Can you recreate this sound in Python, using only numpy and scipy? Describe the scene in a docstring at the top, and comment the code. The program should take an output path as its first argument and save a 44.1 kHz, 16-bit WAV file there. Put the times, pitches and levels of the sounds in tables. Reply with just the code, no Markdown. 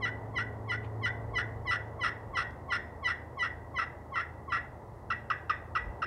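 """A friction pot call outdoors, some way off: fourteen turkey yelps, then five short clucks.
A distant engine note swells and fades over a drone, under soft traffic, breeze and hiss that last throughout.
Each yelp opens as a falling whistle of regular slips, then breaks into rough stick-slip that rings the plate.
The player slowly turns aside, shadowing the direct sound, while trees scatter it back.
The clucks, single short hard slips, follow once the player is fully turned."""
import sys
import numpy as np
from scipy import signal
from scipy.fft import rfft, irfft
from scipy.io import wavfile
from scipy.ndimage import uniform_filter1d

SR = 44100
rng = np.random.default_rng(int(sys.argv[2]) if len(sys.argv) > 2 else 0)


def store_pcm(level_fs):
    """Save levels as 16-bit WAV."""
    pcm = np.round(np.clip(level_fs, -1, 1) * 32767).astype(np.int16)
    wavfile.write(sys.argv[1], SR, np.atleast_2d(pcm).T)


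N = 267246
TIME_S = np.arange(N) / SR
BINS_HZ = np.maximum(np.arange(4097) * SR / 8192, 1)


def undb(db):
    """Decibels to gain."""
    return 10 ** (np.asarray(db) / 20)


def unit(x):
    """Scale to rms 1."""
    return x / np.sqrt(np.mean(x ** 2) + 1e-20)


def add(out, start_s, x):
    """Mix x into out from a start time."""
    i = max(int(start_s * SR), 0)
    out[i:i + len(x)] += x[:max(N - i, 0)]


def at(points, time_s):
    """Read a (time, value) curve by straight lines."""
    return np.interp(time_s, *np.transpose(points))


def shape_db(points, hz):
    """Read a spectrum on a log-frequency axis."""
    point_hz, db = np.transpose(points)
    return np.interp(np.log(hz), np.log(point_hz), db)


def colour(x, db):
    """Causal minimum-phase filter with the given gain at BINS_HZ, built from its cepstrum."""
    cepstrum = irfft(np.log(undb(db)))
    cepstrum[1:len(db) - 1] *= 2
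    cepstrum[len(db):] = 0
    impulse = irfft(np.exp(rfft(cepstrum)))
    return signal.fftconvolve(x, impulse)[:len(x)]


def walk(rate_hz, size=N):
    """Smooth random wander with a spread near 1."""
    hold = max(int(SR / rate_hz), 1)
    steps = np.repeat(rng.standard_normal(size // hold + 1), hold)
    return 1.3 * uniform_filter1d(steps, hold)[:size]


def tone(hz):
    """Sine of a varying frequency."""
    return np.sin(2 * np.pi * np.cumsum(hz) / SR)


def band_noise(size, order, low_hz, high_hz):
    """White noise through a band-pass."""
    band = signal.butter(order, [low_hz, high_hz], "band", fs=SR, output="sos")
    return signal.sosfilt(band, rng.standard_normal(size))


# outdoor background spectrum, relative: freq_hz, density_db_per_hz
AIR = [(20, -26.5), (35, -19.5), (60, -2), (96, -0.5), (136, -3.5), (200, -10.5), (350, -8), (760, -8),
       (930, -8), (1200, -17), (1600, -28.5), (1950, -20.5), (2300, -39), (3100, -43), (9500, -47),
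       (15500, -51.5)]
# far traffic against the calm background: time_s, gain_db
TRAFFIC = [(0, 4), (.6, 2), (1.3, 4), (3.2, .5), (5.5, -1.5), (6.0, 2.5)]
# puffs of wind on the microphone: peak_s, rumble_db
GUSTS = [(1.31, -50), (1.6, -49), (2.3, -48.5), (5.87, -43)]
GUST_HALF_S, BREEZE_DB = 0.06, -59  # puff half-length; steady rumble between puffs


def outdoors(air_db=-48.0):
    """Noise: far traffic swells gently, a breeze rumbles low with a few puffs, a thin hiss stays even."""
    air = undb(air_db) * unit(colour(rng.standard_normal(N), shape_db(AIR, BINS_HZ)))
    traffic = signal.sosfilt(signal.butter(1, 2500, fs=SR, output="sos"), air)
    traffic_gain = undb(at(TRAFFIC, TIME_S))
    rumble = unit(band_noise(N, 3, 44, 72))
    puffs = sum(undb(db) * np.exp(-((TIME_S - peak_s) / GUST_HALF_S) ** 2) for peak_s, db in GUSTS)
    return air + (traffic_gain - 1) * traffic + (undb(BREEZE_DB) + puffs) * rumble


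# engine partials: multiple of ENGINE_HZ, relative_db
ENGINE_ORDERS = [(1, 0), (2, -18), (2.5, -17.5), (3, -27.5), (3.5, -29.5), (3.84, -18), (4.18, -16)]
# far machinery: pitch_hz, level_db
DRONE = [(80.7, -53), (131.8, -61), (220.7, -67), (349, -68), (586, -66)]
ENGINE_HZ, ENGINE_PEAK_S, ENGINE_PEAK_DB, ENGINE_REST_DB = 109.4, 1, -40, -54.5
ENGINE_RISE_DB_PER_S, ENGINE_FADE_DB_PER_S = 5.5, 8.5


def hum():
    """Engine partials fade to a steady rest over a wavering drone; the lowest note first swells."""
    since_s = TIME_S - ENGINE_PEAK_S
    engine_db = np.maximum(ENGINE_PEAK_DB - ENGINE_FADE_DB_PER_S * np.maximum(since_s, 0), ENGINE_REST_DB)
    swell_db = ENGINE_RISE_DB_PER_S * np.minimum(since_s, 0)
    phase = 2 * np.pi * np.cumsum(ENGINE_HZ * (1 + 0.002 * walk(3))) / SR
    engine = np.zeros(N)
    for i, (multiple, db) in enumerate(ENGINE_ORDERS):
        partial_db = db + (i == 0) * swell_db + .5 * multiple * walk(4)
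        engine += undb(partial_db) * np.sin(multiple * phase)
    drone = sum(undb(db + 2 * walk(4)) * tone(hz * (1 + 0.00699 * walk(5))) for hz, db in DRONE)
    return np.sqrt(2) * (undb(engine_db) * engine + drone)


# faint scuffs and ticks: start_s, length_s, level_db (before the band-pass), centre_hz
SCUFFS = [(.82, .06, -46, 2400), (2.507, .004, -44, 3800)]


def scuffs():
    """Soft bursts of band-passed scratchy noise."""
    out = np.zeros(N)
    for start_s, length_s, level_db, centre_hz in SCUFFS:
        n = int(length_s * SR)
        noise = band_noise(n, 2, 0.72 * centre_hz, 1.22 * centre_hz)
        add(out, start_s, undb(level_db) * noise * np.hanning(n))
    return out


# colour of the sound scattered by the trees: freq_hz, gain_db
TREES = [(800, -4), (1350, -7.5), (1650, 4), (2000, 0.5), (2500, -4), (3000, -10.5), (3550, -1.5),
         (4200, -16.5), (5300, -9.5), (9000, -11)]


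def trees(near_db=-12.5, near_t60_s=0.11, far_db=-9.5, far_t60_s=0.5, air_hz=4500, build_s=0.0083):
    """One echo pattern: ground and trunks die quickly, the tree line later; treble dies first."""
    t = TIME_S[:SR // 2]
    echo = np.zeros(len(t))
    edges_hz = np.geomspace(700, 14000, num=7)
    for low_hz, high_hz in zip(edges_hz, edges_hz[1:]):
        noise = band_noise(len(t), 3, low_hz, high_hz)
        # the t60s hold at low frequency
        treble_loss = np.hypot(1, low_hz / air_hz)
        for db, t60_s in ((near_db, near_t60_s), (far_db, far_t60_s)):
            decay = undb(-60 * t / t60_s * treble_loss) * np.minimum(t / build_s, 1) ** 2
            echo += undb(db) * noise * decay / np.linalg.norm(decay)
    return colour(echo, shape_db(TREES, BINS_HZ))


def scatter(x, count=7):
    """Crossfades between echo patterns as the player walks about."""
    place = TIME_S / TIME_S[-1] * (count - 1)
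    out = np.zeros(N)
    for k in range(count):
        share = np.cos(np.pi / 2 * np.minimum(np.abs(place - k), 1))
        out += signal.oaconvolve(x * share, trees())[:N]
    return out


# how the pot radiates the slips: freq_hz, gain_db
POT = [(500, -33.5), (950, -7.5), (1150, 4.5), (1400, -3), (1800, 6), (2080, -3.5), (2330, -6), (2700, 0.5),
       (3200, -8.5), (4100, -7.5), (4750, -22.5), (5800, -13.5), (6700, -33), (9600, -28.5), (13000, -52)]
# plate resonances standing out of it: freq_hz, width_hz, lift_db
PLATE = [(1930, 170, 3.5), (5224, 450, 19), (8560, 440, 17)]


def pot_db(hz, treble_db):
    """Gain of the pot; a harder grip on the striker lifts the treble."""
    peaks_db = sum(lift_db / (1 + (2 * (hz - f) / width_hz) ** 2) for f, width_hz, lift_db in PLATE)
    return shape_db(POT, hz) + peaks_db + treble_db * np.clip((hz - 2000) / 2500, 0, 1)


# whistle overtones: multiple, relative_db
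WHISTLE = [(2, -5.5), (3, -11.5), (4, -17.5), (5, -23), (6, -16.5), (7, -20), (8, -31), (9, -14.5)]


def whistle(lead_s, glide_s, level_db, first_db, treble_db, high_hz=1105, low_hz=985, fall_s=0.0046,
            grip_rise_s=0.0053, release_s=0.0022, slack=0.019, steepen=0.26):
    """Regular slips: a thin tone slides down, gaining overtones as the striker bites, until it breaks."""
    t = np.arange(int((lead_s + 3 * release_s) * SR)) / SR - lead_s  # 0 at the break
    n = len(t)
    hz = low_hz + (high_hz - low_hz) / (1 + np.exp((t + glide_s) / fall_s))
    phase = 2 * np.pi * np.cumsum(hz * (1 + 0.0073 * walk(500, n))) / SR
    grip = slack + (1 - slack) / (1 + np.exp(-(t + 0.96 * glide_s) / grip_rise_s))
    out = undb(first_db + pot_db(hz, 0)) * np.sin(phase)
    for k, partial_db in WHISTLE:
        # the highest overtones need the firmest grip
        bite = grip ** (1 + steepen * max(k - 3, 0) * (1 + (k > 5) * 2))
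        gain_db = level_db + partial_db + pot_db(k * hz, treble_db) + 0.41 * k * walk(102, n)
        out = out + bite * undb(gain_db) * np.sin(k * phase)
    fade_in = np.minimum((t + lead_s) / 0.013, 1)
    fade_out = np.exp(-(np.maximum(t, 0) / release_s) ** 2)
    return np.sqrt(2) * out * fade_in * fade_out


def scrape(length_s, low_hz, treble_db, ring_db, rough, bend, turn, fade_db, attack_s, release_s,
           second_db, slope_db_per_oct, count=8):
    """Uneven stick-slip; its rate dips in mid-stroke and rises as the striker lifts."""
    t = np.arange(int((length_s + 3 * release_s) * SR)) / SR
    n, u = len(t), t / length_s
    jitter, flutter_db, grit_share = .06 * rough, 2.8 * rough, .42 * rough
    hz = low_hz * (1 + bend * np.abs(np.minimum(u, 1.4) - turn)) * (1 + jitter * walk(1300, n))
    phase = 2 * np.pi * np.cumsum(hz) / SR
    slips = np.sin(phase)
    for k in range(2, count):
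        partial_db = second_db + slope_db_per_oct * np.log2(k / 2)
        slips = slips + undb(partial_db) * np.sin(k * phase + rng.uniform(0, 2 * np.pi))
    # surface grit crackles once in each slip
    grit = grit_share * rng.standard_normal(n) * (1 + np.cos(phase))
    # the main plate mode also multiplies the slips, giving sum and difference tones
    plate = tone(PLATE[0][0] * (1 + .04 * walk(900, n))) * undb(4 * np.tanh(walk(200, n)))
    lift = np.exp(-(np.maximum(t - length_s, 0) / release_s) ** 2)
    force = undb(fade_db * u ** 2) * np.minimum(t / attack_s, 1) * lift
    flutter = undb(flutter_db * np.tanh(walk(450, n)))
    friction = flutter * (slips * (1 + 0.57 * undb(ring_db) * plate) + grit)
    ring = undb(ring_db) * force * plate * np.minimum(t / 0.0089, 1)  # builds up over 8.9 ms
    return np.sqrt(2) * (colour(force * friction, pot_db(BINS_HZ, treble_db)) + ring)


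# strokes; levels before the pot gain: break_s (whistle to rasp), glide_s (pitch fall before break),
# whistle_db, rasp_length_s, rasp_db
YELPS = [(0.053, 0.027, -26, 0.042, -35), (.383, 0.022, -26, 0.043, -32), (0.717, .022, -27, 0.04, -33.5),
         (1.058, .023, -25, 0.03, -31), (1.38, .026, -25.5, 0.035, -31.5), (1.709, .036, -27.5, .052, -30),
         (2.033, 0.022, -28.5, .058, -29.5), (2.37, 0.018, -28, .056, -29.5), (2.721, .016, -27, .048, -29),
         (3.074, .029, -23.5, .045, -31), (3.425, .033, -26, 0.046, -31), (3.784, 0.021, -24.5, 0.055, -30),
         (4.156, 0.015, -29, 0.063, -31), (4.519, .019, -33, 0.062, -29)]
# strokes grow raspier through the series: time_s, roughness (0-1)
RASPINESS = [(0, .42), (1.1, .6), (2.0, .88), (4.6, 1)]
# grip on the striker: time_s, treble_lift_db
GRIP = [(0, -1.5), (1.8, 2.5), (2.8, 2.3), (4.2, -4), (4.6, -3)]
# thin tone before the pitch falls: length, level before the pot gain at roughness 0, rise to roughness 1
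OPENING_S, OPENING_DB, OPENING_GAIN_DB = .026, -48.5, 7
RASP_HZ, RASP_SAG_HZ_PER_S = 1457, 2400  # the longer the rasp, the lower its pitch
YELP_RING_DB = -2  # plate ring relative to the rasp


def yelps():
    """Each stroke is a whistle that breaks into a rasp."""
    out = np.zeros(N)
    for break_s, glide_s, whistle_db, length_s, rasp_db in YELPS:
        rough, treble_db = at(RASPINESS, break_s), at(GRIP, break_s)
        lead_s = OPENING_S + glide_s
        first_db = OPENING_DB + OPENING_GAIN_DB * rough
        add(out, break_s - lead_s, whistle(lead_s, glide_s, whistle_db, first_db, treble_db))
        low_hz = RASP_HZ - RASP_SAG_HZ_PER_S * length_s
        # a light stroke bends upward sooner
        rasp = scrape(length_s, low_hz, treble_db, YELP_RING_DB, rough, bend=0.1448, turn=0.41 * rough,
                      fade_db=-7, attack_s=0.0019, release_s=0.0071, second_db=-13.5, slope_db_per_oct=-3.6)
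        add(out, break_s, undb(rasp_db) * rasp)
    return out


# start_s, length_s, level_db (before the pot gain)
CLUCKS = [(5.101, .024, -29), (5.299, .019, -26.5), (5.494, .017, -25.5), (5.750, 0.0262, -28),
          (6.018, 0.026, -29.5)]
CLUCK_HZ, CLUCK_RING_DB, CLUCK_ROUGH = 1193, -3.5, .8  # lowest pitch; plate ring relative to the slip


def clucks():
    """Each is one short hard slip of the striker."""
    out = np.zeros(N)
    for start_s, length_s, level_db in CLUCKS:
        cluck = scrape(length_s, CLUCK_HZ, -0.69, CLUCK_RING_DB, CLUCK_ROUGH, bend=0.486, turn=.58,
                       fade_db=-3, attack_s=0.0037, release_s=0.0067, second_db=-8.5, slope_db_per_oct=-8.0)
        add(out, start_s, undb(level_db) * cluck)
    return out


# the player turns aside: time_s, share (0-1)
TURN = [(0, 0), (3.4, 0.44), (4.5, .65), (5.1, 1)]
# shadow on the direct path when turned: freq_hz, gain_db
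SHADOW = [(1400, 1), (2000, -11.5), (2750, -2), (3500, -8), (5300, -4.5), (8500, -12), (9600, -1),
          (11500, -3)]


def turn_aside(call):
    """Direct path: crossfades from the open call to one shadowed by the player."""
    aside = np.clip(at(TURN, TIME_S), 0, 1)
    return (1 - aside) * call + aside * colour(call, shape_db(SHADOW, BINS_HZ))


def scene():
    """Background, scuffs, then the call with its echoes."""
    call = yelps() + clucks()
    return (outdoors() + hum() + scuffs() + scatter(call) + turn_aside(call))[None]


TOP_HZ = 15700


def record(dry):
    """The recorder cuts the top with a steep low-pass."""
    return signal.sosfilt(signal.ellip(10, .1, 70, TOP_HZ, fs=SR, output="sos"), dry)


dry = scene()
out = record(dry)
store_pcm(out)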